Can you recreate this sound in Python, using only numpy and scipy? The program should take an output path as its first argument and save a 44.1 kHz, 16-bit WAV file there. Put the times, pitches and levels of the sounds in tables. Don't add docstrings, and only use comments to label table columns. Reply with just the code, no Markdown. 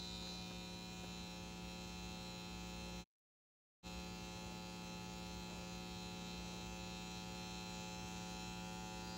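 import sys
import numpy as np
from scipy import signal
from scipy.fft import rfft, irfft, next_fast_len
from scipy.io import wavfile
from scipy.ndimage import map_coordinates

SR = 44100
rng = np.random.default_rng(int(sys.argv[2]) if len(sys.argv) > 2 else 0)


def output_pcm(signal):
    pcm = np.clip(np.atleast_2d(signal).T, -1, 1) * 32767
    wavfile.write(sys.argv[1], SR, np.round(pcm).astype(np.int16))


N = 404397
TIME = np.arange(N) / SR
MULTIPLES = np.arange(160)


def amp(db):
    return 10 ** (np.asarray(db) / 20)

def unit_rms(x):
    return x / np.sqrt(np.mean(x ** 2) + 1e-20)

def curve(rows):
    return np.interp(TIME, *np.transpose(rows))

def swell(t_s, half_s):
    return np.exp(-((TIME - t_s) / half_s) ** 2)

def wobble(rate_hz):
    return map_coordinates(rng.standard_normal(int(N * rate_hz / SR) + 4), [TIME * rate_hz])

def colour(spectrum, hz):
    f, db = np.transpose(spectrum)
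    return amp(np.interp(np.log(hz + 1), np.log(f), db))

def resonances(modes, hz):
    return np.sqrt(sum((amp(db) / (1 + ((hz - f) / width) ** 2)) ** 2 for f, width, db in modes))

def overtones(rows):
    return sum(amp(db) * (MULTIPLES == round(k)) for k, db in rows)

def filtered(x, response):
    size = next_fast_len(N + SR // 4)
    return irfft(rfft(x, size) * response(np.fft.rfftfreq(size, 1 / SR)), size)[:N]

def noise(spectrum):
    return unit_rms(filtered(rng.standard_normal(N), lambda hz: colour(spectrum, hz)))

def scatter(count):
    return rng.standard_normal((count, len(MULTIPLES), 2)) @ [1, 1j] / np.sqrt(2)

def random_phases():
    return np.exp(1j * np.angle(scatter(1)[0]))

def cycles(turns, gains, drift, knots=46, size=4096):
    wander = signal.resample(scatter(knots), 4 * knots)
    shapes = irfft(gains * (1 + drift * wander), size)
    where = [TIME / TIME[-1] * (len(shapes) - 1), turns % 1 * size]
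    return unit_rms(map_coordinates(shapes, where, order=1, mode="grid-wrap"))

def clacks(back, lag, delay, smear_rad, ripple_db):
    stroke = 1 + back * np.exp(-2j * np.pi * MULTIPLES * lag)
    travel = np.cumsum(2 * np.pi * delay + smear_rad * rng.standard_normal(len(MULTIPLES)))
    ripple = amp(ripple_db * rng.standard_normal(len(MULTIPLES)))
    return ripple * np.exp(1j * (np.angle(stroke) - travel))


# t/s, half length/s, share of pressure taken off
HAND_EASES = [(1.53, .15, .75), (2.08, .08, .25), (4.14, .09, .7), (4.48, .1, .6), (4.72, .13, .6),
              (5.101, .21, .48), (5.67, .1, .55), (6.42, .04, .35), (6.56, .03, .3), (6.722, .07, .85),
              (6.88, .03, .45), (7.275, .06, .98), (8.05, .08, .3), (8.67, .045, .75), (8.81, .05, .65)]

def ease():
    return sum(share * swell(t, half) for t, half, share in HAND_EASES)


# t/s, f/Hz
STROKE_RATE = [(0, 106.45), (.66, 106.2), (1.2, 106.8), (1.8, 107), (3.8, 106.8), (4.4, 107.15),
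               (6.2, 106.85), (7, 107.05), (8.5, 107.1), (8.97, 107.6), (9.17, 108.3)]

def motor(speedup_hz=.6):
    rate_hz = curve(STROKE_RATE) + speedup_hz * ease()
    turns = np.cumsum(rate_hz + .03 * wobble(25)) / SR
    return turns, MULTIPLES * np.mean(rate_hz)


# t/s, tone colour (0 early, 1 middle, 2 late)
TONE_BLEND = [(1.0, 0), (1.2, 0.63), (6.6, 1.2), (8.7, 1.92)]
# multiple, level/dB
THRUM_EARLY = [(1, -1), (2, 0), (3, -5), (4, -5), (5, -4), (6, -17.5), (7, -2), (8, -7), (9, -3.5),
               (10, -12.5), (11, -15.5), (12, -9.5), (13, -12), (14, -12), (15, -27), (16, -15),
               (17, -27.5), (18, -22), (19, -15), (20, -15)]
THRUM_MIDDLE = [(1, 3.5), (2, 1), (3, -4.5), (4, 1.5), (5, -6), (6, -18), (7, 1), (8, 2.5), (9, -4),
                (10, -7.5), (11, -8.5), (12, -5), (13, -6), (14, -13.5), (15, -17.5), (16, -9), (17, -19),
                (18, -17.5), (19, -12.5), (20, -9.5)]
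THRUM_LATE = [(1, 0), (2, -5), (3, -9), (4, -8), (5, -6), (6, -25), (7, -1), (8, 0), (9, -6), (10, -14.5),
              (11, -14.5), (12, -13), (13, -8), (14, -13), (15, -19), (16, -15.5), (17, -16), (18, -22),
              (19, -14.5), (20, -30)]
# t/s, level/dB
THRUM_DB = [(0, -62), (2.9, -59.5), (6.3, -59), (9.17, -55.2)]

def thrum_change_db():
    return curve(THRUM_DB) - np.mean(curve(THRUM_DB))

def thrum(turns, hz):
    upper = hz > 600
    stroke = clacks(back=.71, lag=.4, delay=.3, smear_rad=1.605, ripple_db=0)
    tones = [overtones(rows) * stroke for rows in (THRUM_EARLY, THRUM_MIDDLE, THRUM_LATE)]
    shake = amp(-62 + .42 * thrum_change_db()) * cycles(turns, tones[1] * ~upper, drift=.14)
    buzz = 0
    for i, tone in enumerate(tones):
        weight = np.clip(1 - np.abs(curve(TONE_BLEND) - i), 0, 1)
        buzz += weight * cycles(turns, tone * upper, drift=.13)
    return shake + amp(curve(THRUM_DB) + .44) * buzz


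# f/Hz, width/Hz, level/dB
HOUSING_EARLY = [(2330, 40, -7), (2450, 40, 2), (2665, 64, -0.5), (2980, 70, -4), (3160, 100, -4.5),
                 (3380, 100, -10)]
HOUSING_SETTLED = [(2393, 42.6, 0.5), (2575, 98, 1), (2675, 78, 1), (2940, 120, -14), (2980, 61, -9),
                   (3175, 107, -1.5), (3360, 120, -6)]
# t/s, level/dB
HOUSING_DB = [(0, -62), (1.2, -60), (3.9, -60), (5, -60.5), (7.6, -58.5), (8.7, -58.5), (9.17, -61.5)]

def housing(turns, hz, ease_db=-.9):
    knock = clacks(back=.37, lag=.4, delay=.62, smear_rad=1.25, ripple_db=.3)
    early = cycles(turns, resonances(HOUSING_EARLY, hz) * knock, drift=.21, knots=70)
    settled = cycles(turns, resonances(HOUSING_SETTLED, hz) * knock, drift=.21, knots=70)
    blend = np.clip(curve(TONE_BLEND) / TONE_BLEND[1][1], 0, 1)
    return amp(curve(HOUSING_DB) + ease_db * ease() - .27) * (early + blend * (settled - early))


# f/Hz, width/Hz, level/dB
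CASING_MODES = [(3663, 70, -4.5), (3750, 55, -3.5), (3995, 80, -0.5), (4094, 76, 2.5), (4285, 47, -5)]
# t/s, level/dB
CASING_DB = [(.31, -52), (.52, -57.5), (2.9, -59), (5.4, -59.6), (6.15, -58), (7.55, -57.5), (7.85, -59),
             (9.17, -61)]

def casing_db(ease_db=-7):
    return curve(CASING_DB) + ease_db * ease()

def casing(turns, hz):
    knock = clacks(back=.86, lag=.38, delay=.018, smear_rad=.45, ripple_db=.39)
    ring = cycles(turns, resonances(CASING_MODES, hz) * knock, drift=.35, knots=70)
    return amp(casing_db() + .45) * ring


# f/Hz, width/Hz, level/dB
TIP_MODES = [(4370, 70, -10.5), (4600, 70, -6.5), (4720, 60, 0.5), (4915, 64, -7.5)]
# t/s, level/dB
TIP_DB = [(.3, -65), (.6, -72), (2.1, -73.5), (4, -69), (8.95, -70.5), (9.1, -60.5)]

def tip(turns, hz, ease_db=4):
    knock = clacks(back=.8, lag=.35, delay=.3, smear_rad=.96, ripple_db=.4)
    ring = cycles(turns, resonances(TIP_MODES, hz) * knock, drift=.4)
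    return amp(curve(TIP_DB) + ease_db * ease() - 1) * ring


# f/Hz, width/Hz, level/dB
NEEDLE_MODES = [(5330, 210, -7), (5630, 170, -5), (6222, 100, -0.5), (6535, 130, -3.5), (6910, 200, -6),
                (7145, 170, -6), (7460, 100, -10.5), (7790, 130, -10.5), (8340, 150, -20)]
# t/s, level/dB
NEEDLE_DB = [(.25, -60.5), (.5, -62), (2.3, -61.5), (5.8, -61.5), (8.2, -58.5), (9.17, -60.5)]

def needle_db(ease_db=-1):
    return curve(NEEDLE_DB) + ease_db * ease()

def needle(turns, hz):
    knock = clacks(back=.9, lag=.45, delay=.15, smear_rad=.74, ripple_db=1.7)
    ring = cycles(turns, resonances(NEEDLE_MODES, hz) * knock, drift=.55, knots=110)
    return amp(needle_db() - 1.7) * ring


# f/Hz, level/dB
FIZZ_SPECTRUM = [(100, -53), (6000, -35.5), (8000, -1.5), (8700, -10.5), (9320, 6), (10000, -5.5),
                 (11000, -2.5), (13000, -5), (14500, -1.5), (15700, 3)]

def fizz(turns, hz, jitter_cycles=.0005):
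    jittered = turns + jitter_cycles * wobble(107)
    knock = clacks(back=.5, lag=.49, delay=.11, smear_rad=.87, ripple_db=3.7)
    treble = cycles(jittered, colour(FIZZ_SPECTRUM, hz) * knock, drift=.8, knots=200)
    return amp(-72.5 + .3 * thrum_change_db()) * treble


# f/Hz, level/dB
SCRATCH_SPECTRUM = [(100, -37.5), (1500, -15.5), (2200, -10.5), (2700, -2), (4100, -1), (4900, -5),
                    (6400, 0.5), (7400, -5), (8600, -15.5), (13000, -20), (15700, -23.5)]

def scratch(turns):
    twice_per_stroke = amp(3 * np.cos(4 * np.pi * turns))
    return amp(needle_db() - 10) * unit_rms(noise(SCRATCH_SPECTRUM) * twice_per_stroke)


# f/Hz, level/dB
RASP_SPECTRUM = [(100, -60), (3200, -24.5), (3750, -7.5), (4000, -2.5), (4400, -8), (4900, -13.5),
                 (5500, -13.5), (16000, -49.5)]

def rasp(turns, hz, max_db=-61, db_per_db=1.7):
    knock = clacks(back=.69, lag=.38, delay=.019, smear_rad=.5, ripple_db=.96)
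    chatter = cycles(turns, colour(RASP_SPECTRUM, hz) * knock, drift=.7, knots=300)
    return amp(max_db + db_per_db * (casing_db() - np.max(casing_db()))) * chatter


def machine():
    turns, hz = motor()
    body = thrum(turns, hz)
    metal = sum(part(turns, hz) for part in (housing, casing, tip, needle, fizz))
    bearing_play = amp(.72 * wobble(200))
    return body + bearing_play * metal + scratch(turns) + rasp(turns, hz)


# multiple, level/dB
COMPRESSOR_OVERTONES = [(1, -5), (2, -10.5), (3, 3), (4, -15), (5, -11), (6, -7), (7, -19), (8, -22.5),
                        (9, -9.5), (10, -24.5), (11, -28.5), (12, -34), (13, -35.5), (14, -26)]
# t/s, level/dB
COMPRESSOR_DB = [(0, -49.5), (2.8, -48.5), (9.17, -47.5)]

def compressor(rate_hz=59.27):
    turns = np.cumsum(rate_hz + .048 * wobble(3)) / SR
    hum = cycles(turns, overtones(COMPRESSOR_OVERTONES) * random_phases(), drift=.1)
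    return amp(curve(COMPRESSOR_DB) - 4) * hum


# multiple, level/dB
MAINS_OVERTONES = [(1, -4.5), (2, -4), (4, -0.5), (6, -11), (8, -21.5)]

def mains(f_hz=60):
    return amp(-70) * cycles(f_hz * TIME, overtones(MAINS_OVERTONES) * random_phases(), drift=.064)


# f/Hz, level/dB
VENT_SPECTRUM = [(15, -27.5), (30, -13.5), (42, -11), (60, 3.5), (80, -3), (100, -2.5), (135, -11),
                 (270, -14), (400, -20), (560, -18), (800, -22.5), (1200, -26.5), (2200, -26), (16000, -46)]

def ventilation():
    return amp(-60 + .54 * wobble(4.4)) * noise(VENT_SPECTRUM)


# f/Hz, level/dB
TAP_SPECTRUM = [(100, -9.5), (350, 0), (600, 0.5), (1200, -2), (1600, -9.5), (2300, -13.5), (4000, -22.5),
                (16000, -41)]
# t/s, level/dB, half length/s, f/Hz to which the spectrum's 1 kHz point moves
GLOVE_TAPS = [(0.227, -58.5, .006, 1050), (0.273, -57.5, 0.0045, 2680), (0.513, -52.5, 0.0047, 1100),
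              (1.042, -50, 0.007, 640)]

def glove_taps():
    return sum(amp(db) * swell(t, half) * noise(np.multiply(TAP_SPECTRUM, [hz / 1000, 1]))
               for t, db, half, hz in GLOVE_TAPS)


# f/Hz, level/dB
RUB_SPECTRUM = [(100, -18.5), (300, -7), (520, 4.5), (700, -2.5), (1000, -7.5), (1400, -18), (4000, -33.5),
                (16000, -60)]
# t/s, level/dB, half length/s
GLOVE_RUBS = [(.34, -63, .08), (2.902, -67, 0.086), (4.47, -65.5, 0.13), (5.558, -60.5, 0.1),
              (6.352, -66, 0.077), (6.54, -62.5, .09)]

def glove_rubs():
    friction = unit_rms(noise(RUB_SPECTRUM) * amp(2.1 * wobble(50)))
    return sum(amp(db) * swell(t, half) for t, db, half in GLOVE_RUBS) * friction


def scene():
    return (machine() + glove_taps() + glove_rubs() + compressor() + mains() + ventilation())[None]


# t/s, gain
MUTE_GAIN = [(2.998, 1), (3.044, 0.002), (3.827, 0), (3.868, 1)]
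BAND_LIMIT_HZ = 15780

def record(dry):
    return filtered(dry[0] * curve(MUTE_GAIN), lambda hz: hz < BAND_LIMIT_HZ)[None]


dry = scene()
out = record(dry)
output_pcm(out)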